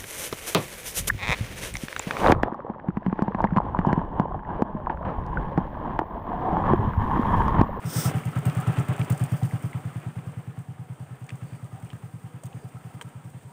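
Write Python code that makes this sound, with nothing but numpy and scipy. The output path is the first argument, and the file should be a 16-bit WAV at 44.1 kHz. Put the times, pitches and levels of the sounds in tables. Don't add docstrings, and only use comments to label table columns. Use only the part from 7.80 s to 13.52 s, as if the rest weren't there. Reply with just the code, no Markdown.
import sys
import numpy as np
from scipy import signal
from scipy.fft import rfft, irfft
from scipy.io import wavfile
from scipy.ndimage import uniform_filter1d

SR = 44100
rng = np.random.default_rng(int(sys.argv[2]) if len(sys.argv) > 2 else 0)


def decibels_to_gain(level_db):
    exponent = np.asarray(level_db, float) / 20
    return 10 ** exponent


def store_wav(level_fs):
    pcm = np.round(np.clip(np.atleast_2d(level_fs), -1, 1) * 32767)
    wavfile.write(sys.argv[1], SR, pcm.T.astype(np.int16))


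N = 252252
T = np.arange(N) / SR

# start_s, level_db
FIRINGS = [(0.0475, -21.2), (0.1578, -17.6), (0.253, -14.5), (0.3463, -17.2), (0.4553, -18.7),
           (0.5603, -17.0), (0.6598, -13.1), (0.7645, -16.3), (0.8717, -13.4), (0.9769, -14.3),
           (1.0875, -15.7), (1.1932, -16.0), (1.3028, -13.0), (1.4089, -15.0), (1.5193, -15.0),
           (1.6244, -14.4), (1.7314, -17.7), (1.8384, -19.3), (1.9467, -20.7), (2.0502, -21.9),
           (2.1559, -23.2), (2.261, -23.2), (2.3639, -23.7), (2.4676, -25.2), (2.5686, -25.1),
           (2.6734, -26.6), (2.7758, -26.4), (2.8834, -28.0), (2.9905, -28.5), (3.0968, -27.9),
           (3.2009, -28.5), (3.3053, -31.3), (3.4125, -30.8), (3.5198, -26.5), (3.6201, -27.1),
           (3.7209, -29.3), (3.8268, -28.6), (3.9257, -29.1), (4.0287, -28.2), (4.129, -28.2),
           (4.2322, -29.2), (4.336, -30.0), (4.4385, -29.8), (4.5393, -31.2), (4.6433, -28.5),
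           (4.7436, -28.6), (4.8424, -30.1), (4.9438, -31.1), (5.047, -31.2), (5.1425, -31.5),
           (5.2444, -32.4), (5.3507, -32.3), (5.4478, -31.9), (5.5435, -32.4), (5.6465, -34.8)]
# time_s, roar_db, rattle_db
ENGINE_NOISE = [(0, -43, -56.5), (.3, -37.5, -53.5), (.5, -41, -55), (.75, -37, -56), (1.2, -38, -56.5),
                (1.6, -43.5, -54.5), (2.4, -49.5, -65), (2.9, -55, -68.5), (3.7, -53, -66),
                (4.7, -54.5, -65), (5.2, -53.5, -65), (5.72, -57.5, -69.5)]
PUFF_MS = 2.6


def ring(x, hz, width_hz):
    r = np.exp(-np.pi * width_hz / SR)
    return signal.lfilter([1 - r, 0, r - 1], [1, -2 * r * np.cos(2 * np.pi * hz / SR), r * r], x)


def colour(x, table):
    hz, db = np.transpose(table)
    grid = np.maximum(np.fft.rfftfreq(4096, 1 / SR), 1)
    log_gain = np.log(decibels_to_gain(np.interp(np.log(grid), np.log(hz), db)))
    cepstrum = irfft(log_gain)
    cepstrum[1:2048] *= 2
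    cepstrum[2049:] = 0
    response = irfft(np.exp(rfft(cepstrum)))
    return signal.fftconvolve(x, response)[:len(x)]


def unit(x):
    return x / np.sqrt(np.mean(x ** 2))


def noise():
    return rng.standard_normal(N)


def walk(rate):
    k = int(SR / rate)
    steps = np.repeat(rng.standard_normal(N // k + 1), k)
    smooth = uniform_filter1d(uniform_filter1d(steps, k), k)
    return unit(smooth[:N])


def curve(table, column, at=T):
    rows = np.array(table)
    return np.interp(at, rows[:, 0], rows[:, column])


def add(out, s, sound):
    i = int(s * SR)
    out[i:i + len(sound)] += sound[:N - i]


def gas_puff():
    return np.hanning(int(PUFF_MS * SR / 1000) + 1)


def exhaust():
    # time_s, first_return_share, second_return_share, small_chamber_hz
    ring_drift = [(0, 1.06, .45, 155), (.6, .95, .34, 147), (1.7, .8, .19, 145), (2.4, .78, .17, 151),
                  (2.9, .87, .36, 148), (3.35, .96, .4, 140), (4.05, .82, .05, 150), (4.4, .85, .14, 151),
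                  (4.65, .84, .34, 144), (5.1, .9, .21, 147), (5.72, .95, .38, 144)]
    # width_hz, signed_gain
    chambers = [(7.8, 11.08), (30, -7.3)]
    large_hz, pipe_hz, pipe_width_hz = 99.8, 64.2, 101.6
    early_ms, early_share, second_lag_ms = 13.6, .11, 6.2
    return_ms, return_scatter_ms, share_scatter, chamber_scatter_hz = 20.35, .15, .04, 1.5
    trees_ms, trees_scatter_ms, trees_db, trees_scatter_db = 42, 5, -17, 3
    trees_hz, trees_width_hz = 150, 90
    out, puff = np.zeros(N), gas_puff()
    for (s, db), chance in zip(FIRINGS, rng.standard_normal((len(FIRINGS), 6))):
        back_ms = return_ms + return_scatter_ms * chance[0]
        first = curve(ring_drift, 1, at=s) + share_scatter * chance[1]
        second = curve(ring_drift, 2, at=s) + share_scatter * chance[2]
        small_hz = curve(ring_drift, 3, at=s) + chamber_scatter_hz * chance[5]
        late_s = (trees_ms + trees_scatter_ms * chance[3]) / 1000
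        echo_gain = decibels_to_gain(trees_db + trees_scatter_db * chance[4])
        pulses = [(0, 1), (early_ms, -early_share), (back_ms, -first), (back_ms + second_lag_ms, -second)]
        drive = np.zeros(SR // 4)
        for ms, share in pulses:
            add(drive, ms / 1000, share * decibels_to_gain(db) * puff)
        pipe = ring(drive, pipe_hz, pipe_width_hz)
        for hz, (width_hz, gain) in zip((large_hz, small_hz), chambers):
            thump = gain * ring(pipe, hz, width_hz)
            add(out, s, thump)
            add(out, s + late_s, echo_gain * ring(thump, trees_hz, trees_width_hz))
    return out


def bark():
    hz, width_hz, lag_ms = 250, 170, 1.7
    peak_db = -20.5
    puff = np.pad(gas_puff(), (0, 1500))
    pipe = -ring(ring(puff, hz, width_hz), hz, width_hz)
    pipe = pipe / abs(pipe).max()
    out = np.zeros(N)
    for s, db in FIRINGS:
        add(out, s + lag_ms / 1000, decibels_to_gain(db + peak_db) * pipe)
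    return out


def stroke(depth, lead_s, open_s):
    swell_db = 5
    swell_fade = .1
    swell_force = .6
    times, db = np.transpose(FIRINGS)
    usual_db = uniform_filter1d(db, size=5)
    swells_db = swell_db - swell_fade * (db.max() - usual_db) + swell_force * (db - usual_db)
    u = np.linspace(0, 1, int(open_s * SR))
    shape = np.minimum(u / 0.085, 1) * np.sqrt(1 - u ** 2)
    gain_db = np.zeros(N)
    for s, height_db in zip(times, np.maximum(swells_db, 0)):
        add(gain_db, s - lead_s, depth * height_db * shape)
    return decibels_to_gain(gain_db)


def roar():
    # hz, relative_db
    gas_colour = [(120, -23), (230, -2), (320, -5), (600, -8), (1100, -7), (1500, -10.5), (3200, -18.5),
                  (4200, -31), (5500, -54.5)]
    # hz, width_hz, level_db
    panels = [(230.6, 52, -11), (291.4, 14.5, -12.5), (420, 25, -12.5), (595, 26, -13.5), (700, 65, -13),
              (764, 29, -8.5), (822, 37, -15), (947, 27, -24), (1232, 31, -13.5), (1315, 30, -10),
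              (1591, 28, -17.5), (1747, 81, -16), (2065, 48, -18.5), (2375, 270, -18)]
    gas = unit(colour(noise(), gas_colour)) * decibels_to_gain(1.65 * walk(60))
    for hz, width_hz, db in panels:
        hits = rng.random(N) < 120 / SR
        jolts = hits * noise() * decibels_to_gain(3.53 * walk(22.01))
        gas = gas + unit(ring(jolts, hz, width_hz)) * decibels_to_gain(db)
    return unit(gas) * stroke(depth=0.81, lead_s=.012, open_s=0.062) * decibels_to_gain(curve(ENGINE_NOISE, 1))


def rattle():
    # hz, relative_db
    rattle_colour = [(3000, -53), (4500, 5.5), (8000, -7), (12000, 5.5), (16000, -0.5)]
    gate = stroke(depth=1.0, lead_s=0.0083, open_s=0.076)
    hits = rng.random(N) < 250 / SR
    impacts = hits * decibels_to_gain(np.minimum(3.0 * rng.exponential(1, N), 11))
    smear = np.sqrt(signal.lfilter([1], [1, -np.exp(-1 / (0.0063 * SR))], impacts ** 2))
    hiss = unit(colour(noise(), rattle_colour))
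    return unit(hiss * (1 + 0.9 * smear)) * gate * decibels_to_gain(curve(ENGINE_NOISE, 2))


def envelope(start_s, attack_s, hold_s, release_s, db):
    corners_s = start_s + np.cumsum([0, attack_s, hold_s, release_s])
    return decibels_to_gain(db) * np.interp(T, corners_s, [0, 1, 1, 0])


def swish():
    # hz, relative_db
    hiss_colour = [(2000, -34), (3500, -5.5), (4300, -12), (5300, 3), (7000, -13), (9000, -14.5),
                   (12000, -5), (16000, -6.5)]
    scrape_colour = [(120, -40), (250, 4), (420, -2.5), (800, -8), (1500, -5), (3500, -18), (6000, -34)]
    # start_s, attack_s, hold_s, release_s, level_db
    hiss_shape = (.045, .13, .105, .035, -30)
    scrape_shapes = [(.04, .21, .01, .025, -36), (.288, .012, .01, .025, -32.5)]
    hiss = unit(colour(noise(), hiss_colour)) * decibels_to_gain(2.2 * walk(74.2))
    scrape = unit(colour(noise(), scrape_colour)) * decibels_to_gain(2.8 * walk(118.8))
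    return hiss * envelope(*hiss_shape) + scrape * sum(envelope(*row) for row in scrape_shapes)


def clicks():
    # start_s, level_db, air_db
    sharp_clicks = [(0.3551, -32, -10), (0.4526, -31, -9), (0.5866, -32.5, -12), (0.6535, -28, -9),
                    (0.6644, -31, -10), (0.7492, -31, -12), (0.7697, -33, -11), (0.801, -28, -11),
                    (0.81, -32, -12), (0.8715, -28, -17), (0.9867, -32, -18), (1.084, -29.5, -12),
                    (1.1294, -35, -11), (1.1942, -31, -12), (1.2463, -32, -16), (1.2995, -25.5, -7.5),
                    (1.3212, -25, -17), (1.3774, -29, -11), (1.395, -28.5, -16), (1.4377, -28, -11),
                    (1.5184, -34, -10), (1.6324, -30, -20), (1.8233, -37, -12), (1.9325, -42, -15),
                    (2.788, -39, -14), (3.4421, -39, -21), (3.4645, -38, -18), (3.49, -41, -23),
                    (3.5034, -40, -19), (3.5548, -36, -21), (3.8432, -42.5, -19), (4.0243, -40, -15),
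                    (4.0468, -39.5, -16), (4.0901, -41, -19), (4.635, -29, -20), (4.6553, -32, -18),
                    (4.6643, -33, -18), (5.212, -27, -23), (5.221, -27.5, -26), (5.2882, -38, -17),
                    (5.4994, -48, -4), (5.6321, -42, -20)]
    # hz, relative_db
    body_colour = [(1500, -35), (3000, 3), (4500, -1), (7000, 1.5), (9500, -1.5), (12000, -5)]
    air_colour = [(8000, -14), (11000, -5), (16000, -3.5)]
    base_ms, ms_per_db, knee_db = 12.5, 2.37, -27
    stray_per_s, over_rattle_db, scatter_db, stray_air_db = 19, 11.5, 6, -17
    stray_at = np.flatnonzero(rng.random(N) < stray_per_s / SR)
    stray_db = curve(ENGINE_NOISE, 2) + over_rattle_db + scatter_db * noise()
    strays = [(T[i], stray_db[i], stray_air_db) for i in stray_at]
    body, air, ms = np.zeros(N), np.zeros(N), T[:2000] * 1000
    for s, db, air_db in sharp_clicks + strays:
        length_ms = base_ms + ms_per_db * max(db - knee_db, 0)
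        shape = np.minimum(ms / 0.81, 1) * np.exp(-3.1 * ms / length_ms)
        add(body, s, decibels_to_gain(db) * shape)
        add(air, s, decibels_to_gain(db + air_db) * shape)
    grit = decibels_to_gain(1.6 * walk(760))
    body = body * unit(colour(noise(), body_colour))
    air = air * unit(colour(noise(), air_colour))
    return grit * (0.17 * body + 1.56 * air)


def struck(hz, width_hz):
    t = T[:2000]
    blow = (t == 0) + 0.18 * rng.standard_normal(len(t)) * np.exp(-t / 0.002)
    body = ring(ring(blow, hz, width_hz), hz, 3.7 * width_hz)
    return body / abs(body).max()


def knocks():
    # start_s, peak_db, ring_hz, width_hz
    small_knocks = [(.271, -36, 1400, 800), (0.299, -34, 1300, 300), (0.313, -22, 420, 149),
                    (.4356, -31, 2100, 400), (0.699, -30, 2500, 1500), (.987, -30, 2200, 1200),
                    (1.137, -38, 3000, 400), (1.215, -23.5, 2420, 400), (1.632, -33, 3000, 1500),
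                    (1.711, -31, 1910, 500), (1.9307, -31.5, 2070, 300), (3.3674, -50, 2460, 500),
                    (3.4894, -39, 2320, 350), (3.4928, -29.5, 2450, 800), (3.504, -29, 2270, 700),
                    (4.1024, -36, 2620, 500), (4.114, -41.5, 2900, 600), (4.131, -38, 1200, 600),
                    (4.6345, -36, 626, 200), (4.7294, -40.5, 2650, 500), (5.1952, -39, 600, 400)]
    out = np.zeros(N)
    for s, db, hz, width_hz in small_knocks:
        add(out, s, decibels_to_gain(db) * struck(hz, width_hz))
    return out


def clack():
    # hz, width_hz, level_db
    modes = [(426, 82, -10.5), (850, 410, 1), (1500, 360, -5), (3170, 210, -6)]
    start_s, level_db, bounce_ms, bounce_loss_db = 5.2124, -26.5, 4.9, 8
    out = np.zeros(N)
    for bounce in range(3):
        s = start_s + bounce * bounce_ms / 1000
        for hz, width_hz, db in modes:
            add(out, s, decibels_to_gain(level_db + db - bounce * bounce_loss_db) * struck(hz, width_hz))
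    return out


def chirrs():
    # start_s, length_s, hz, width_hz, level_db
    far_chirrs = [(3.66, .14, 4650, 450, -68), (4.7, .13, 6500, 600, -73), (4.76, .1, 4800, 450, -71)]
    out = np.zeros(N)
    for s, length_s, hz, width_hz, db in far_chirrs:
        hiss = rng.standard_normal(int(length_s * SR))
        rasp = unit(ring(ring(hiss, hz, width_hz), hz, width_hz))
        add(out, s, decibels_to_gain(db) * rasp * np.hanning(len(hiss)) ** 0.13)
    return out


def fields():
    # hz, relative_db
    hush_colour = [(30, -46), (45, -21), (70, -3.5), (150, 7.5), (300, -4.5), (800, -10), (1800, -17),
                   (3000, -19), (6000, -28.5), (16000, -27.5)]
    # hz, width_hz, level_db
    bands = [(485, 40, -67), (755, 50, -65), (950, 40, -69)]
    level_db = -53.5
    hush = unit(colour(noise(), hush_colour)) * decibels_to_gain(level_db + 1.6 * walk(4.76))
    for hz, width_hz, db in bands:
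        hush = hush + unit(ring(noise(), hz, width_hz)) * decibels_to_gain(db + 4.3 * walk(8))
    return hush


def scene():
    engine = exhaust() + bark() + roar() + rattle()
    events = swish() + clicks() + knocks() + clack()
    return (engine + events + chirrs() + fields())[None]


def roll_off(x):
    return signal.sosfilt(signal.butter(12, 16450, fs=SR, output="sos"), x)


def record(dry):
    # hz, gain_db
    mic_response = [(30, 2), (3400, -2.5), (4200, -5.5), (5300, -5.5), (7200, 2.5), (8000, 7), (8700, 12.5),
                    (9300, 3.5), (10000, -2), (12000, -12), (14000, -4.5), (15400, 2)]
    top_hz = 15520
    low_pass = signal.ellip(10, .2, 70, top_hz, fs=SR, output="sos")
    mix = signal.sosfilt(low_pass, colour(dry[0], mic_response))
    return roll_off(mix[None])


dry = scene()
out = record(dry)
store_wav(out)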